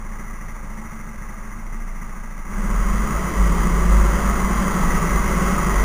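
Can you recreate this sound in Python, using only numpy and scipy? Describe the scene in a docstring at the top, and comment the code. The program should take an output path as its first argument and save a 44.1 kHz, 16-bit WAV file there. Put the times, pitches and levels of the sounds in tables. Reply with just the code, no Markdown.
"""A single-cylinder four-stroke go-kart, heard from on board, idles on an indoor grid, then pulls away.
Click trains at the engine strokes ring filters for silencer, block and valve gear; sines shake the chassis.
A kart alongside and one ahead boom as wavering sines; five rivals run the same engine model through the hall.
The sound is sampled at a low rate and held, which adds a gritty, mirrored treble."""
import sys
import numpy as np
from scipy import signal
from scipy.fft import rfft, irfft
from scipy.io import wavfile

SR = 44100
rng = np.random.default_rng(int(sys.argv[2]) if len(sys.argv) > 2 else 0)


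def persist_wave(psi):
    """Save psi, clipped to +-1, as 16-bit WAV."""
    counts = np.round(np.clip(psi, -1, 1) * 32767).astype(np.int16)
    wavfile.write(sys.argv[1], SR, np.atleast_2d(counts).T)


N = 257544


def amp(db):
    """Decibels to amplitude gain."""
    return 10 ** (np.asarray(db) / 20)


def evened(x):
    """Scales to rms 1."""
    return x / np.sqrt(np.mean(x ** 2) + 1e-20)


def curves(rows):
    """Each column after start_s, interpolated to one value per sample."""
    start_s, *columns = np.transpose(rows)
    t = np.arange(N) / SR
    return [np.interp(t, start_s, column) for column in columns]


def drift(per_s):
    """Slow random wander of rms 1, with per_s knots per second."""
    t = np.arange(N) / SR
    return evened(np.interp(t * per_s, np.arange(2048), rng.standard_normal(2048)))


def tone(hz, db):
    """A sine that follows a pitch curve and an rms level curve."""
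    turns = np.cumsum(hz) / SR + rng.random()
    return np.sqrt(2) * amp(db) * np.sin(2 * np.pi * turns)


def colour(x, points, size=16384):
    """Minimum-phase filter with the given spectrum: it rings after a blow, never before."""
    hz, db = np.transpose(points)
    bins_hz = np.fft.rfftfreq(size, 1 / SR)
    gain_db = np.interp(np.log(bins_hz + 1), np.log(hz + 1), db)
    cepstrum = irfft(np.log(amp(gain_db)))
    cepstrum[1:size // 2] *= 2  # fold onto positive time
    cepstrum[size // 2 + 1:] = 0
    ring = irfft(np.exp(rfft(cepstrum)))[:size // 2]
    return signal.oaconvolve(x, ring)[:N]


# near engine: idle, rev-up, sag as the clutch bites, then steadier; columns: start_s, crank_hz
OWN_CRANK = [(0, 27.4), (1.2, 27.3), (1.85, 27.85), (2.2, 27.2), (2.44, 27.9), (2.59, 32.5), (2.75, 40.6),
             (3.15, 50.9), (3.3, 51.7), (3.63, 45), (3.8, 50.2), (4.0, 50), (4.25, 51.4), (5.04, 49.6),
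             (5.5, 50.2), (5.84, 46.9)]


def own_crank_hz():
    """Crank speed of the near engine."""
    return curves(OWN_CRANK)[0]


# throttle of the scene; columns: start_s, opening (0 idle, 1 open)
THROTTLE_OPENING = [(2.46, 0), (2.58, 0.2), (2.8, 0.79), (3.3, 0.97)]


def throttle_opening():
    """Throttle per sample."""
    return curves(THROTTLE_OPENING)[0]


GO_S, BUILD_S = 2.45, .39  # pull-away time, time constant of the load


def pulling(idle_db, gain_db, db_per_s=0):
    """A level that rises quickly as the karts take up the load, then slowly as they gain speed."""
    driving_s = np.maximum(np.arange(N) / SR - GO_S, 0)
    return idle_db + gain_db * (1 - np.exp(-driving_s / BUILD_S)) + db_per_s * driving_s


def strokes(cycles, at, uneven_db):
    """One click per engine cycle at the given part of it, each of its own strength."""
    where = np.flatnonzero(np.diff(np.floor(cycles - at)) > 0)
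    clicks = np.zeros(N)
    clicks[where] = amp(uneven_db * rng.standard_normal(1024)[:len(where)])
    return clicks


def puffs(clicks, decay_s):
    """A dying burst of gas noise after each click; decay_s is for power."""
    power = signal.lfilter([1], [1, -np.exp(-1 / (SR * decay_s))], clicks ** 2)
    return evened(np.sqrt(power) * rng.standard_normal(N))


def engine(crank_hz, hunting=.014, intake=0.37, pipe_rough=0.49, block_rough=1.0):
    """A four-stroke fires every second turn; returns drives of silencer, block and valve gear."""
    cycles = np.cumsum(crank_hz * (1 + hunting * drift(9))) / (2 * SR) + rng.random()
    steady = 1 / np.sqrt(crank_hz)  # keeps power equal at any speed
    firing = steady * strokes(cycles, 0, uneven_db=1.52)
    suction = steady * strokes(cycles, .5, uneven_db=1.6)
    taps = steady * (strokes(cycles, 0.12, uneven_db=0.0) + strokes(cycles, 0.26, uneven_db=2.2))
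    pipe = evened(firing + intake * suction) + pipe_rough * puffs(firing, decay_s=0.022)
    block_gas = puffs(firing + 0.75 * suction, decay_s=0.016)
    block = evened(firing + 0.63 * suction) + block_rough * block_gas
    valves = puffs(firing + taps, decay_s=0.0076)
    return np.array([evened(pipe), evened(block), valves])


def scatter(x, spread_s, grain_hz=45):
    """Frame, seat and driver delay each band differently, so a blow arrives as a short rattle."""
    hz = np.fft.rfftfreq(N, 1 / SR)
    lateness = rng.random(1024) ** 2  # most bands early, a few trail
    delay_s = spread_s * np.interp(hz / grain_hz, np.arange(1024), lateness)
    phase = -2 * np.pi * np.cumsum(delay_s) * hz[1]
    return irfft(rfft(x) * np.exp(1j * phase), N)


def near_engine(load_db=-6):
    """The engine on board, scattered by the frame; silencer and block drives sink as throttle opens."""
    pipe, block, valves = engine(own_crank_hz(), hunting=.006, intake=0.51, pipe_rough=0.36,
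                                 block_rough=1.15)
    rattle = scatter(np.array([pipe, block]), spread_s=.028)
    pipe, block = amp(load_db * throttle_opening()) * rattle
    return pipe, block, valves


def loaded(drive, idle, load, idle_db, load_db):
    """The throttle blends the idle colour into the colour under load."""
    throttle = np.clip(throttle_opening(), 0, 1)
    idling = amp(idle_db) * np.sqrt(1 - throttle) * evened(colour(drive, idle))
    pulling_hard = amp(load_db) * np.sqrt(throttle) * evened(colour(drive, load))
    return idling + pulling_hard


# silencer spectrum at idle and under load; columns: hz, relative_db
SILENCER_IDLE = [(38, -19), (65, -8), (113, -5.5), (134, -8.5), (150, -2.5), (177, -6.5), (211, 0.5),
                 (231, -3), (254, -22), (296, -12), (327, -17), (394, -15.5), (473, -23), (563, -18.5),
                 (750, -32), (980, -54), (1650, -120)]
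SILENCER_LOAD = [(38, -31), (65, -8), (81, -16.5), (119, -15.5), (160, -3), (183, -1), (196, -5),
                 (256, -16), (314, -17), (355, -11.3), (432, -16.5), (508, -20.5), (569, -15.5),
                 (630, -22.5), (750, -31.5), (980, -58.5), (1650, -120)]


def exhaust(drive):
    """Gas pulses coloured by the silencers."""
    level_db = pulling(idle_db=-39.8, gain_db=16, db_per_s=.25)  # before the trims below
    return amp(level_db) * loaded(drive, SILENCER_IDLE, SILENCER_LOAD, idle_db=-.5, load_db=-1)


# ring of engine block and covers at idle and under load; columns: hz, relative_db
BLOCK_RING_IDLE = [(380, -33.5), (650, -11.5), (695, -11), (851, -7), (939, -6.5), (1180, -0.5), (1470, -9),
                   (1650, -6.5), (1750, -12.5), (1990, -5), (2170, -9.5), (2360, -19), (2640, -18.5),
                   (2870, -26), (3900, -31), (5070, -69), (8580, -120)]
BLOCK_RING_LOAD = [(380, -37), (650, -10), (842, -10), (1130, 0.2), (1330, -4.5), (1440, -8.5), (1720, -13),
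                   (1880, -8.5), (2030, -6.5), (2390, -22.5), (2610, -18.5), (2820, -23.5), (3230, -21),
                   (3620, -34.5), (4000, -24), (5200, -66), (8800, -120)]


def clatter(drive):
    """Blows that ring engine blocks and covers."""
    level_db = pulling(idle_db=-40.6, gain_db=11.4, db_per_s=1.0)  # before the trims below
    return amp(level_db) * loaded(drive, BLOCK_RING_IDLE, BLOCK_RING_LOAD, idle_db=-1.25, load_db=0.5)


# valve gear spectrum; columns: hz, relative_db
VALVE_RING = [(1400, -29.5), (1780, -11), (1930, -1.5), (2130, -2.5), (2300, -21), (3000, -39), (4000, -57)]


def valve_gear(valves, idle_db=-51, load_db=4):
    """Ticking of the near engine's valves, louder as the throttle opens."""
    return amp(idle_db + load_db * throttle_opening()) * evened(colour(valves, VALVE_RING))


def karts(own_pipe_db=0, own_block_db=-3):
    """Near engine and rivals share silencer and block colours; under load the rivals take over."""
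    pipe, block, valves = near_engine()
    far_pipe, far_block = field()
    gas = exhaust(amp(own_pipe_db) * pipe + far_pipe)
    blows = clatter(amp(own_block_db) * block + far_block)
    return gas + blows + valve_gear(valves)


# shake at crank speed; columns: start_s, level_db (before turn_db)
SHAKE_LEVEL = [(0, -29), (1.2, -33), (1.85, -26.5), (2.15, -31), (2.54, -28), (2.57, -18.5), (2.96, -19),
               (3.07, -29), (3.15, -21.5), (3.34, -29), (3.41, -14.5), (3.66, -22), (3.92, -11.5),
               (4.3, -22), (4.47, -19), (4.54, -27), (4.88, -29), (5.0, -19), (5.4, -26), (5.84, -20)]
# throb at firing rate; columns: start_s, level_db (before firing_db)
THROB_LEVEL = [(0, -43), (2.5, -38), (2.59, -23), (2.9, -25), (3.3, -37), (3.45, -28), (3.9, -22),
               (4.15, -30), (4.6, -30), (5.0, -18), (5.58, -31), (5.84, -21)]
# idle hum of the near engine; one column each: multiple of crank_hz; level_db
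HUM_CRANK_MULTIPLES = [1.5, 2, 3, 8]
HUM_LEVEL_DB = [-44, -50.5, -53.5, -53.5]
# floor rumble spectrum; columns: hz, relative_db
RUMBLE_SPECTRUM = [(1, -27), (4, -11.5), (10, 0), (22, -6.5), (40, -6), (60, -13.5), (90, -30),
                   (200, -44.5)]


def chassis(turn_db=-.4, firing_db=-1, flutter_db=2.5):
    """The piston shakes the frame per turn and per firing; the floor rumbles through the tyres."""
    crank_hz = own_crank_hz()
    idling = 1 - np.clip(throttle_opening(), 0, 1)
    turn_flutter_db = (.7 + 1.3 * (1 - idling)) * drift(13)
    shake = tone(crank_hz, curves(SHAKE_LEVEL)[0] + turn_db + turn_flutter_db)
    throb = tone(crank_hz / 2, curves(THROB_LEVEL)[0] + firing_db + flutter_db * drift(9))
    hum = np.zeros(N)
    for multiple, level_db in zip(HUM_CRANK_MULTIPLES, HUM_LEVEL_DB):
        hum += idling * tone(multiple * crank_hz, level_db + 2.4 * drift(7.26))
    rumble_db = pulling(idle_db=-44, gain_db=19)
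    rumble = amp(rumble_db) * evened(colour(rng.standard_normal(N), RUMBLE_SPECTRUM))
    return shake + throb + hum + rumble


BESIDE_START_S, BESIDE_END_S, BESIDE_FADE_S = 2.47, 3.3, .05
BESIDE_FROM_HZ, BESIDE_TO_HZ = 193, 213
BESIDE_NEAREST_S, BESIDE_NEAREST_DB = 3.04, -30
BESIDE_RISE_DB_PER_S, BESIDE_FALL_DB_PER_S = 16, 45


def beside(waver=.025, flutter_db=2.5):
    """The silencer of the kart alongside booms as it revs up, swells as it draws level, drops away."""
    t = np.arange(N) / SR
    hz = np.interp(t, [BESIDE_START_S, BESIDE_END_S], [BESIDE_FROM_HZ, BESIDE_TO_HZ])
    hz = hz * (1 + waver * drift(20))
    past_s = t - BESIDE_NEAREST_S
    slope_db = np.minimum(BESIDE_RISE_DB_PER_S * past_s, -BESIDE_FALL_DB_PER_S * past_s)
    edge_s = np.minimum(t - BESIDE_START_S, BESIDE_END_S - t)
    sounding = np.clip(edge_s / BESIDE_FADE_S, 0, 1)
    return sounding * tone(hz, BESIDE_NEAREST_DB + slope_db + flutter_db * drift(14))


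# kart ahead; columns: start_s, crank_hz
AHEAD_CRANK = [(2.5, 28), (2.8, 38), (3.35, 44), (4.15, 44.6), (4.4, 48), (4.85, 46.8), (5.35, 45.8),
               (5.55, 47.2), (5.84, 45.3)]
# its silencer boom; columns: start_s, level_db (before boom_db and throttle)
AHEAD_BOOM = [(3.1, -44), (3.35, -32), (3.6, -31), (3.95, -23.5), (4.6, -32), (5.3, -27), (5.46, -19.5),
              (5.78, -30)]


def ahead(boom_db=-3, octave_db=-45, drone_db=-30, waver=.022, flutter_db=2.5):
    """The silencer ahead booms at 4x crank speed; a deep drone at 1x beats against the near engine."""
    crank_hz = curves(AHEAD_CRANK)[0]
    boom_hz = 4 * crank_hz * (1 + waver * drift(25))
    boom = tone(boom_hz, curves(AHEAD_BOOM)[0] + boom_db + flutter_db * drift(14))
    octave = tone(2 * boom_hz, octave_db + flutter_db * drift(14))
    drone = tone(crank_hz, drone_db)
    load_gain = amp(pulling(idle_db=-30, gain_db=30))
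    return load_gain * (octave + drone) + throttle_opening() * boom


# rivals; columns: idle_hz (crank), start_s, rise_s (to clutch speed), clutch_hz (crank),
# gain_hz_per_s (after the clutch bites), level_db (relative)
RIVALS = [(26.57, 2.42, .9, 48, 3.5, -2), (28.935, 2.45, .8, 43, 2.5, 0), (25.0, 2.35, .5, 50, 3.5, -1),
          (31.4, 2.4, .45, 60, -1.5, -2), (24.1, 2.6, .8, 39, 2, -1)]


def field(direct_db=-5):
    """Rivals rev up until the clutch bites, then change speed slowly; heard mostly by way of the hall."""
    t, drives = np.arange(N) / SR, np.zeros((2, N))
    for idle_hz, start_s, rise_s, clutch_hz, gain_hz_per_s, level_db in RIVALS:
        revving = np.sin(np.pi / 2 * np.clip((t - start_s) / rise_s, 0, 1))
        clutched_s = np.maximum(t - start_s - rise_s, 0)
        crank_hz = idle_hz + (clutch_hz - idle_hz) * revving + gain_hz_per_s * clutched_s
        drives += amp(level_db) * engine(crank_hz)[:2]
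    direct = amp(direct_db) * scatter(drives, spread_s=.03)
    return [evened(part) for part in direct + hall(drives)]


def hall(x, t60_s=1.25, first_echo_s=.012, echoes_per_s=2000):
    """Dense echoes from concrete walls and roof; three echo patterns keep cross-fading."""
    t, out = np.arange(SR) / SR, 0
    for turn in np.arange(3) / 3:
        present = (rng.random(SR) < echoes_per_s / SR) * (t > first_echo_s)
        tail = rng.choice([-1., 1.], SR) * present * amp(-60 * t / t60_s)
        # the three powers sum to 1
        share = np.sqrt(2 / 3) * np.cos(np.pi * (1.5 * np.arange(N) / SR + turn))
        out = out + irfft(rfft(x * share) * rfft(tail / np.linalg.norm(tail), N), N)
    return out


def scene():
    """Everything mixed together; a gentle high-pass removes any steady offset."""
    high_pass = signal.butter(1, 2, "high", fs=SR, output="sos")
    return signal.sosfilt(high_pass, karts() + chassis() + beside() + ahead())[None]


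HELD_RATE_HZ, EDGE_HZ, STEPS = 8000, 15520, 12  # STEPS: copies per held sample


def record(dry):
    """Each slow sample is held until the next, mirroring sound around rate multiples; then low-pass."""
    slow = signal.resample_poly(dry, HELD_RATE_HZ, SR, axis=1, window=("kaiser", 3))
    stairs = np.repeat(slow, STEPS, axis=1)
    held = signal.resample_poly(stairs, SR, STEPS * HELD_RATE_HZ, axis=1)[:, :N]
    low_pass = signal.firwin(1023, EDGE_HZ, window=("kaiser", 9), fs=SR)
    return signal.oaconvolve(held, low_pass[None], "same")


dry = scene()
out = record(dry)
persist_wave(out)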